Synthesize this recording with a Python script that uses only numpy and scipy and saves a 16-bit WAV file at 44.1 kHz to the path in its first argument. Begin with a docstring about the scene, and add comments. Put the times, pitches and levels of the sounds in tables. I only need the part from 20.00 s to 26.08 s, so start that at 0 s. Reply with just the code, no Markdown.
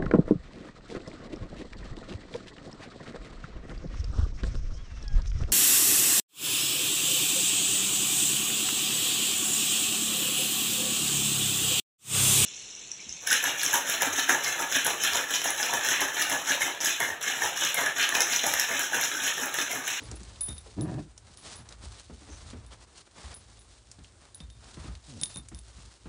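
"""Puppies' paws thump the floor of a cut-open plastic tank, exciting its low, hollow modes.
They scramble about on a dirt yard strewn with straw: stick-slip friction makes the litter hiss and
scrape, dry stalks snap by brittle fracture, and the links of a tether chain collide and ring.
A dog close by gives one rough growl and later a soft falling grunt, pulses from its vocal folds
filtered by throat and mouth. Faint outdoor air lies under it all."""
import sys
import numpy as np
from scipy import signal
from scipy.fft import rfft, irfft
from scipy.io import wavfile
from scipy.ndimage import uniform_filter1d

SR = 44100
rng = np.random.default_rng(int(sys.argv[2]) if len(sys.argv) > 2 else 0)


def master(y):
    """Save y as 16-bit WAV."""
    cut = np.clip(np.atleast_2d(y).T, -1, 1)
    pcm = np.round(cut * 32767)  # scale
    wavfile.write(sys.argv[1], SR, pcm.astype(np.int16))


N = 268128
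T = np.arange(N) / SR


def undb(db):
    """Amplitude ratio of a level in decibels."""
    return 10 ** (np.asarray(db) / 20)


def unit(x):
    """Normalisation to unit rms."""
    return x / np.sqrt(np.mean(x ** 2) + 1e-18)


def at_peak(x, db):
    """Normalisation to a given peak level."""
    return undb(db) * x / np.abs(x).max()


def curves(rows):
    """Linear interpolation of a table's columns over time."""
    times, *columns = np.transpose(rows)
    return [np.interp(T, times, column) for column in columns]


def fade(t, t60):
    """Exponential damping: 60 dB in t60 seconds."""
    return np.exp(-np.log(1000) * t / t60)


def band(x, hz, *widths_hz):
    """Second-order resonators in series, one per bandwidth, with unit gain at hz."""
    for width in widths_hz:
        x = signal.lfilter(*signal.iirpeak(hz, hz / width, fs=SR), x)
    return x


def colour(x, points):
    """Spectral shaping to unit rms, falling 12 dB per octave beyond the given points."""
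    hz, db = np.transpose(points)
    f = np.maximum(np.arange(N // 2 + 1) * SR / N, 1)
    gain = undb(np.interp(np.log(f), np.log(hz), db))
    skirts = np.minimum(f / hz[0], 1) ** 2 * np.minimum(hz[-1] / f, 1) ** 2
    return unit(irfft(rfft(x) * gain * skirts, N))


def walk(rate):
    """Random modulation of unit rms, with `rate` new values a second."""
    return unit(np.interp(T * rate, np.arange(N), rng.standard_normal(N)))


def add(out, s, x):
    """Superposition of x onto out, starting at s seconds."""
    i = int(np.clip(s * SR, 0, N - 1))
    out[i:i + len(x)] += x[:N - i]


# modes of the tank floor: f/Hz, relative level/dB, t60/s
FLOOR_MODES = [(58.1, -2.5, 0.33), (76.1, -2, 0.21), (105, -3.5, 0.18), (128, -35, 0.36), (202, -4, 0.044),
               (268, -25, 0.22)]


def tank(force):
    """Modal response: the force is convolved with the plastic floor's damped sinusoids."""
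    t = T[:SR // 2]
    ring = sum(undb(db) * fade(t, t60) * np.sin(2 * np.pi * hz * t) for hz, db, t60 in FLOOR_MODES)
    return signal.fftconvolve(force, ring)[:len(force)]


# low rumble of the tank floor, also swelling under the dog's growl at 0.8 s: t/s, relative level/dB
FLOOR_RUMBLE = [(0.0, -45.5), (0.74, -50), (0.8, -43.5), (1.39, -58.5), (1.89, -45.5), (1.98, -56.5),
                (2.59, -42.5), (3.06, -65), (3.27, -54), (3.52, -53), (4.37, -60.5), (4.47, -49.5),
                (4.71, -52), (4.91, -42), (5.03, -53.5), (5.88, -49), (5.98, -67), (6.08, -39)]


def rumble(gain_db=-2):
    """Forced vibration: a random force keeps the floor's low modes trembling between steps."""
    boom_db, = curves(FLOOR_RUMBLE)
    boom = band(tank(rng.standard_normal(N)), 64, 170)
    running_rms = np.sqrt(uniform_filter1d(boom ** 2, SR // 8) + 1e-12)
    return undb(boom_db + gain_db) * boom / running_rms


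def grains(rate, spread_db):
    """Shot noise: sparse tiny impacts, a few much stronger than the rest."""
    size = undb(spread_db * np.minimum(rng.exponential(size=N), 4))
    return unit((rng.random(N) < rate / SR) * size * rng.standard_normal(N))


def stroke(t, length_s, attack_s=0.023, release_share=0.22):
    """Sliding speed of one drag: a quick rise, a hold, then a decay in proportion to its length."""
    release = np.exp(-np.maximum(t - length_s, 0) / (release_share * length_s))
    return np.clip(t / attack_s, 0, 1) * release


# friction spectra of straw and of dirt: f/Hz, relative spectral level/dB
STRAW_SPECTRUM = [(1200, -5.5), (2500, 1.5), (4000, 7), (6300, 4.5), (8500, 3), (10000, 0.5), (11000, -76)]
DIRT_SPECTRUM = [(120, 6.5), (250, 4.5), (500, 3.5), (1100, 4), (1900, -1), (3000, -7), (5000, -12)]
# restless feet in the litter: t/s, straw level/dB, dirt level/dB
RESTLESS_FEET = [(0.0, -56.5, -57), (0.55, -59.5, -61.5), (1.0, -61, -63), (1.23, -68.5, -65.5),
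                 (1.33, -57.5, -62), (1.72, -61, -56.5), (2.12, -66, -75), (2.25, -59, -59.5),
                 (2.5, -55.5, -58), (2.63, -68, -65), (3.1, -67.5, -68.5), (3.44, -59.5, -62.5),
                 (3.75, -64, -70), (4.15, -67, -71), (4.45, -61.5, -64.5), (5.3, -61, -62),
                 (5.44, -62, -66), (6.08, -61.5, -66)]
# longer drags of a paw or coat: t/s, duration/s, straw level/dB, dirt level/dB
DRAGS = [(0.0, 0.24, -60, -70), (0.651, 0.055, -54.5, -65), (1.432, 0.11, -48, -51.5),
         (1.804, 0.18, -53.5, -56), (2.26, 0.091, -61.5, -56), (2.696, 0.047, -58, -56),
         (2.785, 0.056, -57.5, -59), (2.947, 0.064, -53.5, -61), (3.144, 0.19, -56.5, -53.5),
         (4.193, 0.1, -69, -64), (4.61, 0.16, -58.5, -59.5), (4.776, 0.11, -55.5, -53),
         (5.032, 0.28, -55.5, -87)]


def scuffle(fidget_db=2, catch_db=2):
    """Stick-slip friction: straw crackles and dirt grinds, catching and slipping together."""
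    power = undb(np.array(curves(RESTLESS_FEET)) + fidget_db * walk(14)) ** 2
    for s, length_s, straw_db, dirt_db in DRAGS:
        during = (T > s) & (T < s + 2 * length_s)
        drag = undb([[straw_db], [dirt_db]]) * stroke(T[during] - s, length_s)
        power[:, during] += drag ** 2  # incoherent sources add in power
    straw = colour(grains(rate=2600, spread_db=3.5) + 1.18 * rng.standard_normal(N), STRAW_SPECTRUM)
    dirt = colour(grains(rate=2200, spread_db=2.0) + 0.77 * rng.standard_normal(N), DIRT_SPECTRUM)
    return (np.sqrt(power) * [straw, dirt]).sum(0) * undb(catch_db * walk(70))


# outdoor background: f/Hz, relative spectral level/dB
AIR_SPECTRUM = [(18, -21), (30, -13), (74, 6.5), (175, -15), (365, -7), (515, -12), (1070, -16),
                (2410, -22), (3840, -27), (9060, -18.5), (10500, -36), (13600, -62), (22000, -120)]


def yard(level_db=-63.5, waver_db=1.2):
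    """Ambient noise: faint, broadband outdoor air whose level wavers slightly."""
    return colour(rng.standard_normal(N), AIR_SPECTRUM) * undb(level_db + waver_db * walk(8.9))


# heavier paw falls: t/s, knock peak level/dB, knock f/Hz, boom peak level/dB
PAW_FALLS = [(0.016, -42, 287, -61), (0.085, -38.5, 108, -37.5), (0.116, -38, 306, -45),
             (0.208, -42.5, 186, -73), (0.482, -33.5, 119.4, -37), (0.660, -43.5, 435, -57),
             (1.294, -51, 134, -68), (1.587, -43.5, 127, -62), (1.829, -44, 125.2, -36.5),
             (2.097, -40, 236.7, -43.5), (2.215, -46, 287, -84), (2.287, -44, 300, -41.5),
             (2.530, -34.5, 244, -38), (3.221, -65, 109, -37), (3.985, -44.5, 149.6, -46),
             (4.404, -40.5, 154, -38), (4.77, -37, 153, -38), (4.843, -38.5, 170.6, -40),
             (4.877, -38, 110, -42), (5.215, -36.5, 147, -57), (5.358, -37.5, 129, -46),
             (5.516, -39.5, 173, -39), (5.78, -45.5, 108.4, -49), (6.057, -37, 182, -27)]


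def paws(overtone_ratio=1.85, overtone_db=-9, grit_db=-9, press_s=0.011, weight_lag_s=0.015):
    """Impact excitation: a paw knocks and sprays grit, then the body's weight sets the floor booming."""
    out, t = np.zeros(N), T[:SR // 2]
    for s, knock_db, knock_hz, boom_db in PAW_FALLS:
        pad_noise, grit_noise = rng.standard_normal((2, len(t)))
        thud = band(pad_noise * fade(t, t60=0.2), knock_hz, knock_hz, 1.55 * knock_hz)
        # the soft pad swells into the patch of plastic under it, which rings briefly in two modes
        phase = 2 * np.pi * knock_hz * t
        modes = np.sin(phase) + undb(overtone_db) * np.sin(overtone_ratio * phase)
        panel = modes * fade(t, t60=0.18) * (1 - np.exp(-t / 0.0041))
        knock = unit(thud) + 0.73 * unit(panel)
        grit = band(band(grit_noise * fade(t, t60=0.23), 750, 1400), 1200, 2300)
        boom = tank(t * np.exp(-t / press_s) * np.sin(2 * np.pi * 68 * t))
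        add(out, s, at_peak(knock, knock_db))
        add(out, s, at_peak(grit, knock_db + grit_db))
        add(out, s + weight_lag_s, at_peak(boom, boom_db))
    return out


# bending modes of a steel link, in a low and a high cluster: f/Hz, relative level/dB
LINK_MODES = [(3612, -11), (3638, 0), (3720, -16), (3850, -14), (9745, -11), (9800, 0), (10160, -17)]
# links colliding: t/s, click peak level/dB, high ring level/dB, low ring level/dB,
# shift of the main high mode/Hz, ring t60/s
LINK_STRIKES = [(0.0343, -48, -46.5, -60, 36, 0.11), (0.155, -48, -45, -62, 19, 0.094),
                (0.4084, -20.5, -26, -51, 73.5, 0.31), (0.4117, -27, -51, -55, 15, 0.1),
                (0.485, -31, -30.5, -37.5, 81, 0.17), (0.5805, -33, -36, -39.5, 24, 0.043),
                (0.8100, -30.5, -34.5, -54, 20, 0.1), (1.373, -31.5, -51.5, -65, 58, 0.33),
                (1.5569, -38, -45, -62, 66, 0.19), (2.664, -40, -60, -64, 5, 0.15),
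                (3.3415, -31, -42, -72, 7, 0.16), (3.5914, -39.5, -54.5, -73, -5, 0.16),
                (4.3460, -33.5, -39, -62, 60, 0.083), (4.4035, -51, -60, -49, 9, 0.17),
                (4.501, -41, -65, -60, 22, 0.4), (5.2135, -21, -36.5, -44.5, -15.5, 0.31),
                (5.233, -26, -38, -36, -32, 0.04), (5.2344, -8, -19, -24, -39, 0.033),
                (5.3426, -34, -46, -45.5, -28, 0.11), (5.3595, -24, -51, -54, -53, 0.087),
                (5.3700, -27, -32, -38, -47, 0.08), (5.5470, -32, -54, -58.5, -7, 0.26),
                (5.5897, -31, -51, -65, -17, 0.093)]


def chain(main_hz=9800, chatter_db=-25, rise_s=0.0011, rebound_s=0.025, rebound_db=-14.5):
    """Free vibration after impact: each link clicks, rings at its own pitch and rebounds once."""
    out, t = np.zeros(N), T[:SR // 2]
    for s, click_db, high_db, low_db, shift_hz, t60 in LINK_STRIKES:
        envelope = fade(t, t60=0.0064) + undb(chatter_db) * fade(t, t60=0.08)
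        burst = rng.standard_normal(len(t)) * envelope
        burst[0] = 2.8  # steel meets steel in one sharp impulse
        click = band(burst, 9300, 1700) + 0.51 * band(burst, 5920, 5400, 5400)
        click += 0.4 * band(band(burst, 3900, 800), 4230, 800)
        ring = 0
        for hz, db in LINK_MODES:
            detune, phase = rng.standard_normal(2)
            cycles = hz * (1 + shift_hz / main_hz + 0.0005 * detune) * t + phase
            cluster_db = high_db if hz > main_hz / 2 else low_db
            ring += undb(db + cluster_db) * np.sin(2 * np.pi * cycles)
        clink = at_peak(click, click_db) + ring * fade(t, t60) * (1 - np.exp(-t / rise_s))
        add(out, s, clink)
        add(out, s + rebound_s * (1 + 0.063 * rng.standard_normal()), undb(rebound_db) * clink)
    return out


def small_snaps(count, level_db=-53.5, spread_db=12, centre_hz=5340):
    """Random point process: the times, peak levels and frequencies at which thin stalks break."""
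    return [(when * N / SR, level_db + spread_db * (2 * force - 1), centre_hz * 2 ** (pitch - 0.5))
            for when, force, pitch in rng.random((count, 3))]


# louder stalks breaking: t/s, peak level/dB, centre f/Hz
STALK_BREAKS = [(0.1140, -27.5, 6500), (0.2325, -35.5, 6500), (0.3592, -40.5, 3720), (0.4895, -29, 6860),
                (1.1780, -34.5, 6600), (1.6895, -31.5, 5950), (1.724, -36, 4280), (2.160, -52, 4240),
                (2.5012, -39.5, 4250), (3.9150, -30, 6600), (3.990, -47, 3480), (4.0450, -40, 3180),
                (4.4030, -35, 3600), (4.501, -42, 4330), (4.952, -37, 3700), (5.4860, -33, 7540)]


def snaps(crack_t60=0.019, tail_t60=0.18, tail_db=-19):
    """Brittle fracture: a stalk breaks in milliseconds, and the tank walls scatter a short tail."""
    out, t = np.zeros(N), T[:SR // 10]
    envelope = fade(t, crack_t60) + undb(tail_db) * fade(t, tail_t60)
    for s, db, hz in STALK_BREAKS + small_snaps(count=9):
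        crack = band(rng.standard_normal(len(t)) * envelope, hz, 0.56 * hz)
        add(out, s, at_peak(crack, db))
    return out


def formants(source, modes, size):
    """Vocal tract resonance: formant frequencies vary inversely with the tract's size."""
    return sum(undb(db) * band(source, hz / size, 0.91 * width, 0.91 * width) for hz, width, db in modes)


# formants with the muzzle shut, and those an open mouth adds:
# f/Hz at unit tract size, nominal bandwidth/Hz, relative level/dB
THROAT_FORMANTS = [(128.6, 117, 8), (287, 54.5, 8.5)]
MOUTH_FORMANTS = [(598, 82, 1.5), (697, 51, 1), (913, 38, -3.5), (1106, 120, -11), (1600, 400, -14.5),
                  (2380, 480, -21.5)]
# the two calls: t/s, fundamental f/Hz, level/dB, mouth opening gain/dB, roughness (0 to 1)
GROWL_CONTOUR = [(0.765, 100.1, -48, -22, 0.36), (0.783, 105.7, -30, -16, 0.32),
                 (0.812, 129.8, -30, -13.5, 0.24), (0.850, 159, -30, -11.5, 0.24),
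                 (0.866, 154.8, -36, 0.5, 1), (0.895, 162, -33.5, 8, 0.92), (0.917, 162.2, -36.5, -2, 0.8),
                 (0.99, 148, -32.5, -2, 0.77), (1.04, 139.8, -49.5, -25, 0.6), (1.085, 124.2, -53, -6, 0.6)]
GRUNT_CONTOUR = [(5.080, 156, -50.5, -20, 0.11), (5.127, 120.5, -47.5, -6, 0.032),
                 (5.172, 82, -44, -12, 0.073), (5.235, 56, -60, -9, 0.48)]


def dog(contour, tract_size, buzz, shimmer_db=4):
    """Source-filter voicing: slack vocal folds chop the air unevenly; throat and mouth resonate."""
    hz, db, open_db, rough = curves(contour)
    jitter = np.exp(0.3 * rough * walk(160))
    cycles = np.cumsum(hz * jitter) / SR
    subharmonic = 1 + 0.6 * rough * np.cos(np.pi * cycles)  # alternate pulses are strong and weak
    shimmer = undb(shimmer_db * rough * walk(150))
    pulses = unit(np.diff(np.floor(cycles), prepend=0)) * subharmonic * shimmer
    breath = unit(np.exp(-(cycles % 1) / 0.5) * rng.standard_normal(N))  # one puff per cycle
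    throat = formants(pulses + 2 * rough ** 2 * breath, THROAT_FORMANTS, tract_size)
    mouth = formants(buzz * pulses + breath, MOUTH_FORMANTS, tract_size)
    voice = throat + undb(open_db) * mouth
    running_rms = np.sqrt(np.abs(uniform_filter1d(voice ** 2, SR // 50)) + 1e-12)
    sounding = (T > contour[0][0]) & (T < contour[-1][0])
    gate = uniform_filter1d(sounding.astype(float), SR // 200)
    return voice / running_rms * undb(db) * gate


# rubs on bare plastic: t/s, duration/s, f/Hz, bandwidth/Hz, level/dB
PLASTIC_RUBS = [(2.283, 0.075, 6120, 800, -56), (2.701, .028, 3250, 500, -54),
                (2.703, 0.022, 850, 400, -49)]


def squeak():
    """Narrow-band friction noise: a paw rubbing on bare plastic gives an airy squeak."""
    rub = rng.standard_normal(N)
    return sum(unit(band(rub, hz, width, width)) * undb(db) * stroke(T - s, length_s)
               for s, length_s, hz, width, db in PLASTIC_RUBS)


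def scene():
    """Linear superposition: nearby sources in the open air sum to one channel."""
    growl = dog(GROWL_CONTOUR, tract_size=0.95, buzz=0.18)
    grunt = dog(GRUNT_CONTOUR, tract_size=1.294, buzz=0.78)
    return (paws() + rumble() + scuffle() + squeak() + snaps() + chain() + growl + grunt + yard())[None]


def record(dry):
    """Band limiting: the deepest bass and the top of the treble are filtered out."""
    highpass = signal.butter(4, 47, "highpass", fs=SR, output="sos")
    lowpass = signal.ellip(10, 0.2, 54, 10250, fs=SR, output="sos")
    return signal.sosfilt(lowpass, signal.sosfilt(highpass, dry))


dry = scene()
out = record(dry)
master(out)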